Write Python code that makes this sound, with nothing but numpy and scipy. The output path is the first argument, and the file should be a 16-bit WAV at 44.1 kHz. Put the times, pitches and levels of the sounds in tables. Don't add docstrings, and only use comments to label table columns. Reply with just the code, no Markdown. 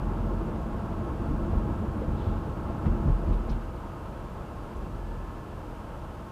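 import sys
import numpy as np
from scipy import signal
from scipy.fft import rfft, irfft
from scipy.io import wavfile
from scipy.ndimage import uniform_filter1d

SR = 44100
rng = np.random.default_rng(int(sys.argv[2]) if len(sys.argv) > 2 else 0)


def to_wav(s):
    ch = np.atleast_2d(s).T
    pcm = np.round(np.clip(ch, -1, 1) * 32767)
    wavfile.write(sys.argv[1], SR, pcm.astype(np.int16))


N = 278271
TIME = np.arange(N) / SR
FREQS = np.maximum(np.arange(N // 2 + 1) * SR / N, 1)

# pitch_hz, level_db
SHAKE_TONE = [(12, -25), (22, -19), (33, 0), (41, -4.5), (52, -7), (63, 5), (73, -10), (86, -2), (112, -6),
              (150, -15), (260, -77)]
DRUM_TONE = [(70, -24), (130, -2), (152, 2), (178, 3.5), (245, -5), (310, 0), (348, 0.5), (390, -9.5),
             (480, -9.5), (800, -24.5)]
TREAD_TONE = [(250, -6.5), (450, 0), (620, 0), (740, -4.5), (900, -3.5), (1020, -4.5), (1160, -5.5),
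              (1320, -7.5), (1640, -12), (1850, -20.5), (2800, -26), (3900, -33)]
WIND_TONE = [(800, -5), (1900, 6.5), (3000, 7.5), (3900, 0), (4700, 1), (5600, -2), (7000, -2.5),
             (10000, -5.5), (13000, -7), (15500, -11)]
# middle_s, reach_s, extra_shake_db, extra_drum_db
WORN_PATCHES = [(.35, 0.23, -2.5, 2.5), (1.55, 0.44, 3.5, 3), (2.2, 0.11, 2, 1), (3.0, 0.15, 1, 3.5),
                (4.87, 0.097, 3.5, 3)]
# pitch_hz, width_hz, concrete_db, asphalt_db
PANEL_RINGS = [(670.7, 28, 7, 3.5), (838, 53, 7, 4.5), (928, 34, 7, 5), (1079.6, 59, 8.5, 8.5),
               (1115, 25, -4, -9), (1312, 78, 6, 5), (2696, 51, 7, 8)]
# start_s, length_s, fade_s, level_db
LOW_BOOMS = [(0.032, 0.56, 0.27, -36), (4.916, 0.42, 0.09, -41.5)]
# start_s, level_db, contact_s
WHEEL_HITS = [(1.282, -25.5, 0.0037), (1.307, -21, 0.016), (1.455, -20.5, 0.014), (1.525, -17, 0.0074),
              (2.076, -23, 0.005), (2.268, -21.5, 0.0054), (2.859, -16, 0.0056), (3.052, -19.5, 0.0034),
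              (3.079, -16.7, 0.006), (3.266, -14, .0105), (3.477, -16, .015), (4.753, -33, .005),
              (4.944, -33, 0.011), (6.03, -35, 0.0048)]
# pitch_hz, rise_s, fade_60_db_s, level_db
BODY_NOTES = [(40.7, 0.04, 0.5, 2.5), (66.8, 0.0052, .24, 2.5), (83.8, 0.026, 0.15, 6),
              (98.5, 0.0065, 0.091, 9.5), (136, 0.0046, 0.092, 9), (222.2, 0.011, 0.66, 2)]
# start_s, level_db, length_s, pitch_hz, width_hz
TRIM_RATTLES = [(2.014, -37, 0.048, 510, 220), (2.16, -61, 0.23, 3200, 2300),
                (2.855, -38.5, 0.02, 950, 1200), (2.857, -54, 0.028, 2450, 2300),
                (3.326, -58, .026, 2800, 3400), (3.486, -58, 0.077, 3030, 2830),
                (3.494, -54, 0.011, 4900, 2500), (3.503, -57.5, 0.016, 5270, 3300),
                (3.515, -57.5, 0.0031, 8000, 5500), (4.768, -60, 0.005, 7000, 8000)]
# start_s, end_s, start_hz, end_hz, level_db
THIN_WHINES = [(3.606, 4.13, 1249, 1236, -56), (4.85, 5.64, 1724, 1733, -63)]

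ASPHALT_S, CHANGE_S = 3.56, 0.23
FIRING_HZ, SAG_HZ_PER_S = 43.04, 0.42
ENGINE_DB, EASE_DB_PER_S = -39.5, 1.26
BOOM_RISE_S, CREST_S, CREST_DB = 0.031, 0.0013, 9
THUMP_DB, JUDDER_DB, SLAP_DB = -6.5, -16, -30


def gain(db):
    return 10 ** (np.asarray(db) / 20)


def unit(x):
    return x / np.sqrt(np.mean(x ** 2))


def tone_curve(points):
    hz, db = np.transpose(points)
    return gain(np.interp(np.log(FREQS), np.log(hz), db)) * np.minimum(hz[-1] / FREQS, 1) ** 4


def peak(hz, width_hz):
    return 1 / np.sqrt(1 + ((FREQS ** 2 - hz ** 2) / (FREQS * width_hz)) ** 2)


def noise(gains):
    return unit(irfft(rfft(rng.standard_normal(N)) * gains, N))


def wander(rate_hz):
    return noise(np.exp(-(FREQS / rate_hz) ** 2))


def steady(x, span_s):
    return x / np.sqrt(uniform_filter1d(x ** 2, int(span_s * SR)) + 1e-9)


def burst(start_s, length_s):
    age = np.clip((TIME - start_s) / length_s * 4, 0, 40)
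    return age * np.exp(1 - age)


def on_asphalt(lead_s):
    return np.clip((TIME + lead_s - ASPHALT_S) / CHANGE_S + 0.5, 0, 1)


def road_db(concrete_db, step_db, db_per_s, lead_s=0):
    return concrete_db + step_db * on_asphalt(lead_s) + db_per_s * np.maximum(TIME - ASPHALT_S, 0)


def road_wear():
    return sum(np.outer((shake_db, drum_db), np.exp(-((TIME - middle_s) / reach_s) ** 2))
               for middle_s, reach_s, shake_db, drum_db in WORN_PATCHES)


def body_shake(wear_db):
    level_db = road_db(concrete_db=-34.5, step_db=-5, db_per_s=-1.3) + wear_db
    return steady(noise(tone_curve(SHAKE_TONE)), span_s=0.15) * gain(level_db)


def road_drumming(wear_db):
    level_db = road_db(concrete_db=-37.5, step_db=-6, db_per_s=-0.84, lead_s=0.12) + wear_db
    return steady(noise(tone_curve(DRUM_TONE)), span_s=0.12) * gain(level_db)


def tyre_ring(wear_db):
    level_db = road_db(concrete_db=-43.5, step_db=-8, db_per_s=-1.5) + 1.6 * wear_db
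    return steady(noise(peak(hz=219.6, width_hz=10.1) ** 2), span_s=0.13) * gain(level_db)


def tread_roar():
    lead_s = 0.2
    roar = noise(tone_curve(TREAD_TONE))
    lift_db = sum(np.outer((concrete_db, asphalt_db), peak(hz, width_hz) ** 2)
                  for hz, width_hz, concrete_db, asphalt_db in PANEL_RINGS)
    concrete, asphalt = (unit(x) for x in irfft(rfft(roar) * gain(lift_db), N))
    share = on_asphalt(lead_s)
    level_db = road_db(concrete_db=-41, step_db=-2.5, db_per_s=-0.43, lead_s=lead_s)
    flutter_db = 0.57 * wander(rate_hz=21) + 0.15 * wander(rate_hz=6.3)
    return (concrete * (1 - share) + asphalt * share) * gain(level_db + flutter_db)


def wind_hiss():
    return gain(-62) * noise(tone_curve(WIND_TONE))


def drone_and_booms():
    boom = 0
    for start_s, length_s, fade_s, db in LOW_BOOMS:
        rise = (TIME - start_s) / BOOM_RISE_S
        fall = (start_s + length_s - TIME) / fade_s
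        boom += gain(db) * np.clip(np.minimum(rise, fall), 0, 1)
    hz = FIRING_HZ - SAG_HZ_PER_S * TIME
    phase = 2 * np.pi * np.cumsum(hz * (1 + 0.00986 * wander(rate_hz=3.9))) / SR
    hum = unit(np.sin(phase) + gain(-9.5) * np.sin(2 * phase) + gain(-7.5) * np.sin(3 * phase))
    hum *= gain(ENGINE_DB - EASE_DB_PER_S * TIME) + boom
    crests = np.exp((np.sin(phase) - 1) / (2 * np.pi * hz * CREST_S) ** 2)
    throb = gain(CREST_DB) * boom * (crests - crests.mean())
    return (hum + throb) * gain(0.54 * wander(rate_hz=6.4))


def body_ring():
    age = TIME[:SR // 2]
    ring = 0
    for hz, rise_s, fade_s, db in BODY_NOTES:
        swell = np.sin(np.pi / 2 * np.minimum(age / rise_s, 1)) ** 2
        fade = gain(db - 60 * np.maximum(age - rise_s, 0) / fade_s)
        ring += swell * fade * np.sin(2 * np.pi * hz * age)
    return ring


def joint_thumps():
    push, judder, slap = np.zeros((3, N))
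    for start_s, db, contact_s in WHEEL_HITS:
        pulse = np.sin(np.pi * np.clip((TIME - start_s) / contact_s, 0, 1))
        push += gain(db) * pulse / pulse.sum()
        judder += gain(db + JUDDER_DB) * burst(start_s, length_s=0.08)
        slap += gain(db + SLAP_DB) * burst(start_s, length_s=0.025)
    thumps = gain(THUMP_DB) * signal.fftconvolve(push, body_ring())[:N]
    judder *= steady(noise(peak(hz=159, width_hz=148) ** 2), span_s=0.11)
    slap *= noise(peak(hz=540, width_hz=560) ** 2)
    return thumps + judder + slap


def trim_rattle():
    grain = gain(2 * wander(rate_hz=1100))
    return grain * sum(gain(db) * burst(start_s, length_s) * noise(peak(hz, width_hz) ** 4)
                       for start_s, db, length_s, hz, width_hz in TRIM_RATTLES)


def whines():
    out = np.zeros(N)
    for start_s, end_s, start_hz, end_hz, db in THIN_WHINES:
        progress = np.clip((TIME - start_s) / (end_s - start_s), 0, 1)
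        hz = start_hz + (end_hz - start_hz) * progress + 1.54 * wander(rate_hz=12)
        fade = np.sqrt(np.abs(np.sin(np.pi * progress)))
        out += gain(db) * fade * unit(np.sin(2 * np.pi * np.cumsum(hz) / SR))
    return out


def scene():
    shake_db, drum_db = road_wear()
    road = body_shake(shake_db) + road_drumming(drum_db) + tyre_ring(drum_db) + tread_roar()
    return (road + wind_hiss() + drone_and_booms() + joint_thumps() + trim_rattle() + whines())[None]


def record(dry):
    bass_cut = signal.butter(2, 16, "high", fs=SR, output="sos")
    treble_cut = signal.ellip(10, 0.2, 80, 15400, fs=SR, output="sos")
    return signal.sosfilt(treble_cut, signal.sosfilt(bass_cut, dry))


dry = scene()
out = record(dry)
to_wav(out)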